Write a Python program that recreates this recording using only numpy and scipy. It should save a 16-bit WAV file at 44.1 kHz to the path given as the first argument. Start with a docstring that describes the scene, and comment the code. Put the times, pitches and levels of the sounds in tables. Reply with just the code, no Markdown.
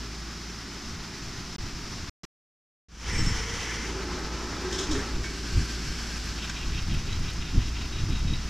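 """Cableway station in wind

In an open-sided hillside station the drive hums under a steady rush of rope and wheels. A cabin rolls
along the tyre conveyor with a scrape and a short wheel squeal, its grip clatters shut on the rope, and it
leaves over a row of sheaves in faint pulses. Gusts buffet the microphone; early on the sound drops out
and fades back in."""
import sys
import numpy as np
from scipy import signal
from scipy.fft import rfft, irfft, next_fast_len
from scipy.io import wavfile
from scipy.ndimage import uniform_filter1d

SR = 44100
rng = np.random.default_rng(int(sys.argv[2]) if len(sys.argv) > 2 else 0)


def wav_out(sig):
    """Save sig, one row per channel (or a flat mono array), as 16-bit PCM at SR to the path in sys.argv[1]."""
    wavfile.write(sys.argv[1], SR, np.round(np.clip(np.atleast_2d(sig).T, -1, 1) * 32767).astype(np.int16))


N = 374409
TIME_S = np.arange(N) / SR
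FFT_SIZE = next_fast_len(N, real=True)
FREQ_HZ = np.maximum(np.fft.rfftfreq(FFT_SIZE, 1 / SR), 1)


def from_db(db):
    """Decibels to gain."""
    return 10 ** (np.asarray(db) / 20)


def envelope(points):
    """Gain per sample from time_s, level_db points."""
    time_s, level_db = np.transpose(points)
    return from_db(np.interp(TIME_S, time_s, level_db))


def colour(points):
    """Gain per frequency from freq_hz, gain_db points."""
    freq_hz, gain_db = np.transpose(points)
    return from_db(np.interp(np.log(FREQ_HZ), np.log(freq_hz), gain_db))


def resonances(modes):
    """Gain per frequency of a body with steep-sided modes."""
    return sum(from_db(db) / (1 + 2 * ((FREQ_HZ - hz * hz / FREQ_HZ) / (2 * width_hz)) ** 2)
               for hz, width_hz, db in modes)


def ripple(depth_db, spacing_hz):
    """Fine spectral ripple from steelwork reflections, shallower in the treble."""
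    wiggle = np.interp(FREQ_HZ / spacing_hz, np.arange(SR), rng.standard_normal(SR))
    return from_db(depth_db * wiggle / (1 + (FREQ_HZ / 6000) ** 2))


def drift(rate_hz):
    """Slow random signal, standard deviation 1."""
    step = 20
    white = rng.standard_normal(N // step)
    freq_hz = np.fft.rfftfreq(len(white), step / SR)
    slow = irfft(rfft(white) / (1 + (freq_hz / rate_hz) ** 2))
    return np.interp(np.arange(N) / step, np.arange(len(slow)), slow / slow.std())


def flutter(depth_db, rate_hz):
    """Randomly wavering gain, mean power 1."""
    gain = from_db(depth_db * np.clip(drift(rate_hz), -2, 2))
    return gain / np.sqrt(np.mean(gain ** 2))


# freq_hz, side_to_mid_db
STEREO_WIDTH = [(3700, -100), (4200, -19), (5000, -12.5), (6000, -9.5), (7000, -7), (9500, -4.7),
                (14000, -4.7)]


def noise(gain):
    """Shaped stereo noise, mid rms 1; only the treble differs between the ears."""
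    mid, side = rfft(rng.standard_normal((2, FFT_SIZE))) * gain
    mid = irfft(mid, FFT_SIZE)[:N]
    side = irfft(side * colour(STEREO_WIDTH), FFT_SIZE)[:N]
    return np.array([mid + side, mid - side]) / mid.std()


def contact(start_s, length_s, rise_s, t60_s, level_db=0):
    """Contact envelope: linear rise, exponential decay after length_s."""
    force = np.zeros(N)
    sounding = (TIME_S > start_s) & (TIME_S < start_s + length_s + 2 * t60_s)
    age_s = TIME_S[sounding] - start_s
    decay = np.exp(-np.log(1000) * np.maximum(age_s - length_s, 0) / t60_s)
    force[sounding] = np.minimum(age_s / rise_s, 1) * decay
    return from_db(level_db) * force


# fundamental, swelling as the listener turns: time_s, level_db
HUM_LEVEL = [(.25, -40.5), (.9, -49), (2.1, -50.5), (3.0, -36.5), (3.7, -39), (5.0, -38.5), (5.8, -35),
             (6.6, -39), (8.49, -35.5)]
# multiple, level_db
HUM_OVERTONES = [(2, -54.5), (3, -50.5), (4, -53.5), (5, -57.5), (6, -58.5), (7, -62)]


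def drive(pitch_hz=56.45):
    """The drive hums at one speed; each overtone wavers on its way through the frame."""
    turns = np.cumsum(pitch_hz + .2 * drift(rate_hz=1.2)) / SR
    hum = envelope(HUM_LEVEL) * np.sin(2 * np.pi * turns) * flutter(depth_db=.6, rate_hz=5)
    for multiple, level_db in HUM_OVERTONES:
        phase = 2 * np.pi * (multiple * turns + rng.random()) + .69 * drift(rate_hz=6.2)
        hum += from_db(level_db) * np.sin(phase) * flutter(depth_db=2, rate_hz=4)
    return np.sqrt(2) * hum


# freq_hz, gain_db
RUSH_SPECTRUM = [(30, 8), (100, 6.5), (200, 10), (380, 1.5), (530, -7), (700, -3.5), (1300, 0), (2100, -2),
                 (3200, -4.5), (4200, -3.5), (5350, 1.5), (6600, -6), (8900, -20.5), (12000, -26.5)]
# weaker beside the station's flank: time_s, level_db
RUSH_LEVEL = [(0, -40.2), (2.1, -39.5), (3.1, -44), (4.0, -46), (5.5, -41.5), (6.6, -39.7), (8.49, -40.6)]
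# freq_hz, width_hz, gain_db
STATION_MODES = [(1000, 28, -14.5), (1310, 14, -8), (1510, 33, -14.5), (1970, 25, -10)]


def rope_and_wheels():
    """Many turning wheels merge in a rush, coloured by the station's narrow modes."""
    gain = colour(RUSH_SPECTRUM) * (1 + resonances(STATION_MODES)) * ripple(depth_db=1, spacing_hz=24)
    return envelope(RUSH_LEVEL) * noise(gain) * flutter(depth_db=.7, rate_hz=22)


# freq_hz, width_hz, gain_db
FRAME_MODES = [(290, 100, -1), (357, 50, -2.5), (405.6, 19, -5)]


def frame(idle_db=-55.5):
    """The steel frame drones under the bare rope, louder as the carriage drums on it."""
    drumming = contact(start_s=3.5, length_s=1.7, rise_s=.4, t60_s=3.5, level_db=-42)
    return np.hypot(drumming, from_db(idle_db)) * noise(resonances(FRAME_MODES))


# time_s, strength_db
BREEZE = [(0, -46), (.55, -61), (1.5, -41.5), (3.1, -42.5), (4.0, -48), (4.7, -51), (5.3, -42), (6.4, -46),
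          (6.8, -35.5), (8.49, -34.5)]
# peak_s, length_s, strength_db
GUSTS = [(.92, .1, -40), (1.293, .1, -37.5), (1.63, 0.064, -34), (3.233, .14, -24), (4.93, .08, -31.5),
         (5.18, .06, -29.5), (5.578, 0.083, -25), (5.885, .06, -28), (6.734, .14, -30), (6.923, 0.085, -25),
         (7.17, 0.15, -31), (7.567, 0.066, -24), (7.66, 0.045, -28.5), (8.064, .17, -27.5),
         (8.3, 0.095, -24)]
# wind spectra: freq_hz, gain_db
EDDY_SPECTRUM = [(5, -2.5), (18, 1), (42, -1.5), (65, -11.5), (110, -26), (300, -74)]
BUFFET_SPECTRUM = [(25, 0), (55, 3), (85, 3), (130, -3), (220, -15.5), (330, -21), (520, -35.5),
                   (1000, -47.5), (3000, -84.5)]
THUMP_SPECTRUM = [(40, -13), (110, 1), (180, -1.5), (320, -10.5), (520, -35), (2000, -84)]


def wind():
    """Breeze and bell-shaped gusts press on the microphone; harder gusts reach higher frequencies."""
    power = (envelope(BREEZE) * flutter(depth_db=2.5, rate_hz=9)) ** 2
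    for peak_s, length_s, strength_db in GUSTS:
        near = np.abs(TIME_S - peak_s) < 2 * length_s
        bell = np.exp(-(2 * (TIME_S[near] - peak_s) / length_s) ** 2)
        power[near] += from_db(strength_db) ** 2 * bell
    strength = np.sqrt(power)
    push = strength * flutter(depth_db=2, rate_hz=36)
    eddies = from_db(-1.3) * strength * noise(colour(EDDY_SPECTRUM))
    buffet = from_db(-2) * push * noise(colour(BUFFET_SPECTRUM))
    thumps = from_db(17.5) * push ** 2 * noise(colour(THUMP_SPECTRUM))
    return eddies + buffet + thumps


# track spectra: freq_hz, gain_db
TYRE_SPECTRUM = [(40, 0), (85, 10.5), (200, 1), (460, 1.5), (590, -8), (750, -3), (950, 1.5), (1400, 1.5),
                 (2300, -2.5), (3100, -1), (4200, -6.5), (5000, -2.5), (5850, 1), (7000, -8.5),
                 (8600, -18.5), (10200, -21), (12000, -30)]
COUPLING_SPECTRUM = [(40, 4.5), (85, 11), (200, 3), (450, 2), (620, -6.5), (780, -.7), (1080, .3),
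                     (1350, 1.5), (2000, -3.5), (3000, -6.5), (4000, -7.5), (5400, -2.5), (7000, -12.5),
                     (9000, -25.5), (14000, -35)]
EXIT_SPECTRUM = [(40, 2), (85, 9.5), (220, 10.5), (330, 0), (480, -3), (600, -10), (1100, -4.5), (1550, 2),
                 (1900, -1.5), (2750, -0.5), (3700, -2.5), (4420, -2.5), (5450, 3), (6500, -5.3),
                 (7800, -8), (9100, -21.5), (11200, -17), (13000, -29)]
# track modes: freq_hz, width_hz, gain_db
TYRE_MODES = [(3040, 50, -8.5), (5300, 40, -9.5)]
COUPLING_MODES = [(825, 37, -10), (1122, 35, -14), (1300, 50, -11)]
EXIT_MODES = [(1620, 120, -8), (3240, 65, -11), (4400, 130, 0), (7660, 120, -6)]


def carriage():
    """The rolling carriage excites the conveyor tyres, coupling rail and exit rail in turn."""
    on_tyres = contact(start_s=2.8, length_s=1.09, rise_s=.29, t60_s=.5, level_db=-35.8)
    on_coupling = contact(start_s=3.78, length_s=1.3, rise_s=.24, t60_s=1, level_db=-37)
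    on_exit = contact(start_s=4.82, length_s=1.28, rise_s=.72, t60_s=3.8, level_db=-38.5)
    rolling = 0
    for force, spectrum, modes in ((on_tyres, TYRE_SPECTRUM, TYRE_MODES),
                                   (on_coupling, COUPLING_SPECTRUM, COUPLING_MODES),
                                   (on_exit, EXIT_SPECTRUM, EXIT_MODES)):
        gain = colour(spectrum) * (1 + resonances(modes)) * ripple(depth_db=2.1, spacing_hz=22)
        rolling += force * noise(gain) * flutter(depth_db=1, rate_hz=13)
    return rolling


# start_s, length_s, rise_s, t60_s, level_db
SHOE_RUBS = [(2.99, 0.19, .16, .7, -39.5), (3.0, .86, .2, .4, -43), (3.635, .075, 0.037, .25, -37.3)]
# freq_hz, width_hz, gain_db
GUIDE_RAIL_MODES = [(1760, 120, -5), (1985, 170, 0), (2260, 180, -4)]


def guide_shoe():
    """The shoe scrapes along a ringing rail, pressing harder at each end."""
    pressure = np.sqrt(sum(contact(*rub) ** 2 for rub in SHOE_RUBS))
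    return pressure * flutter(depth_db=1.6, rate_hz=45) * noise(resonances(GUIDE_RAIL_MODES))


def friction_tones(notes, wobble_hz, wobble_rate_hz, t60_s):
    """Friction sustains one mode per note at an unsteady pitch."""
    tones = np.zeros(N)
    for start_s, length_s, pitch_hz, level_db in notes:
        force = contact(start_s, length_s, rise_s=.011, t60_s=t60_s, level_db=level_db)
        sounding = force > 0
        turns = np.cumsum(pitch_hz + wobble_hz * drift(wobble_rate_hz)[sounding]) / SR
        tones[sounding] += force[sounding] * np.sin(2 * np.pi * turns)
    return np.sqrt(2) * tones


# start_s, length_s, pitch_hz, level_db
SQUEALS = [(3.08, 0.34, 5400, -46), (3.11, .05, 8130, -53), (3.172, .028, 5380, -34.5),
           (3.172, .03, 7650, -42), (3.18, .03, 10067, -62), (3.22, .04, 6740, -50),
           (3.23, .05, 8100, -51.5), (3.235, .09, 7600, -51), (3.26, .025, 5365, -35),
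           (5.235, .05, 2240, -43), (5.24, .03, 1580, -48), (7.115, .016, 3950, -43)]
# freq_hz, width_hz, gain_db
WHEEL_RIM_MODES = [(5440, 350, 1), (6750, 250, -4), (7900, 550, -6.5), (10900, 900, -14.5)]


def wheel_squeals():
    """Slipping wheels and sheaves squeal high and rough; the first slip rings a wheel rim."""
    tones = friction_tones(SQUEALS, wobble_hz=41.9, wobble_rate_hz=171, t60_s=.15)
    slip = contact(start_s=3.07, length_s=.18, rise_s=.3, t60_s=.35, level_db=-43.5)
    rim = slip * noise(resonances(WHEEL_RIM_MODES))
    return (tones + rim) * flutter(depth_db=2.4, rate_hz=90)


# start_s, length_s, pitch_hz, level_db
GROANS = [(3.465, .07, 463, -44), (3.945, .05, 390, -37), (4.13, .06, 358, -42), (4.64, .045, 373, -34),
          (4.72, .09, 378, -38), (4.885, .035, 305, -30), (4.93, .04, 266, -33), (4.945, .035, 416, -35)]


def beam_groans():
    """Beams groan as the carriage loads them."""
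    return friction_tones(GROANS, wobble_hz=10, wobble_rate_hz=90, t60_s=.16)


# freq_hz, width_hz, gain_db
FITTING_MODES = [(6300, 900, 0), (8000, 1200, -4), (11000, 2000, -9)]


def fittings(start_s=4.02, ticks_per_s=10, t60_s=.054, gain_db=-51):
    """Loose fittings tick at random once the carriage is on the coupling rail."""
    knocks = (rng.random(N) < ticks_per_s / SR) * rng.uniform(.3, 1, N) * (TIME_S > start_s)
    pole = np.exp(-np.log(1000) / (t60_s * SR))
    ringing = signal.lfilter([1], [1, -pole], knocks + 1e-18)
    return from_db(gain_db) * ringing * noise(resonances(FITTING_MODES))


# start_s, t60_s, jaw_db, lever_db, frame_db
GRIP_KNOCKS = [(4.64, 0.39, -46, -43, -47), (4.72, .36, -34, -44, -41), (4.782, 0.4, -33.5, -47, -53),
               (4.908, 0.35, -34, -40.5, -35), (4.946, 0.11, -55, -36, -41), (4.983, .25, -51, -37.5, -55),
               (5.232, .25, -39.5, -38, -53.5), (6.492, .06, -33, -32.5, -55),
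               (7.122, .07, -38, -42.5, -57)]
# grip parts: freq_hz, width_hz, gain_db
JAW_MODES = [(3450, 500, 8.5), (3970, 240, -4), (5520, 760, 9.5), (6600, 300, 4), (7600, 1070, -4)]
LEVER_MODES = [(1430, 400, 2.5), (1820, 320, -2), (2300, 1200, -8)]


def grip():
    """The grip closes and meets the sheaves; each knock rattles jaw, lever and frame under the roof."""
    clatter = 0
    for part, modes in enumerate((JAW_MODES, LEVER_MODES, FRAME_MODES)):
        force = sum(contact(start_s, length_s=.004, rise_s=.0084, t60_s=t60_s, level_db=parts_db[part])
                    for start_s, t60_s, *parts_db in GRIP_KNOCKS)
        body = resonances(modes) * ripple(depth_db=5, spacing_hz=43.6)
        clatter += force * noise(body) * flutter(depth_db=1, rate_hz=82)
    return clatter


# sheave parts: freq_hz, width_hz, gain_db
SHEAVE_BODY_MODES = [(1430, 200, -3), (2000, 70, 2), (2400, 260, 3), (2750, 280, 5.5), (3180, 240, 3.5),
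                     (3760, 200, 5.5)]
SHEAVE_RIM_MODES = [(3820, 100, 0)]


def sheaves(first_s=6.37, period_s=.172, count=12):
    """Sheaves whirr under the rope; the grip chatters across each, ringing each rim louder than the last."""
    whirr_start_s, whirr_rise_s, whirr_db = 6, .5, -54
    rattle_db, jolt_db, settle_s = -45.8, 3, .44  # harder until the grip settles on the rope
    ring_db, growth_db_per_s = -66.5, 10.5
    whirr = from_db(whirr_db) * np.clip((TIME_S - whirr_start_s) / whirr_rise_s, 0, 1)
    power, ring = whirr ** 2, 0
    for elapsed_s in period_s * np.arange(count):
        force = contact(first_s + elapsed_s, length_s=.088, rise_s=.017, t60_s=.21)
        power += (from_db(rattle_db + jolt_db * np.exp(-elapsed_s / settle_s)) * force) ** 2
        ring += from_db(ring_db + growth_db_per_s * elapsed_s) * force
    body = resonances(SHEAVE_BODY_MODES) * ripple(depth_db=3, spacing_hz=31)
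    chatter = flutter(depth_db=2.5, rate_hz=55)
    return (np.sqrt(power) * noise(body) + ring * noise(resonances(SHEAVE_RIM_MODES))) * chatter


def scene():
    """Station, departing cabin and wind."""
    rolling = frame() + carriage()
    friction = guide_shoe() + wheel_squeals() + beam_groans()
    rattles = grip() + fittings() + sheaves()
    return drive() + rope_and_wheels() + wind() + rolling + friction + rattles


# start_s, end_s
DROPOUTS = [(1.563, 1.583), (2.096, 2.234), (2.252, 2.885)]
# time_s, gain_db
FADE_IN = [(2.885, -19.5), (2.92, -13), (2.98, -8), (3.04, -4), (3.08, 0.5)]


def record(dry, cutoff_hz=14300):
    """The sound drops out three times, then fades back in; a steep low-pass cuts the top."""
    gate = np.ones(N)
    for start_s, end_s in DROPOUTS:
        gate *= (TIME_S < start_s) | (TIME_S > end_s)
    fade = np.where(TIME_S > DROPOUTS[-1][0], envelope(FADE_IN), 1)
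    gated = dry * fade * uniform_filter1d(gate, size=40)
    lowpass = signal.ellip(12, .1, 80, cutoff_hz, fs=SR, output="sos")
    return signal.sosfilt(lowpass, gated + 1e-18)


dry = scene()
out = record(dry)
wav_out(out)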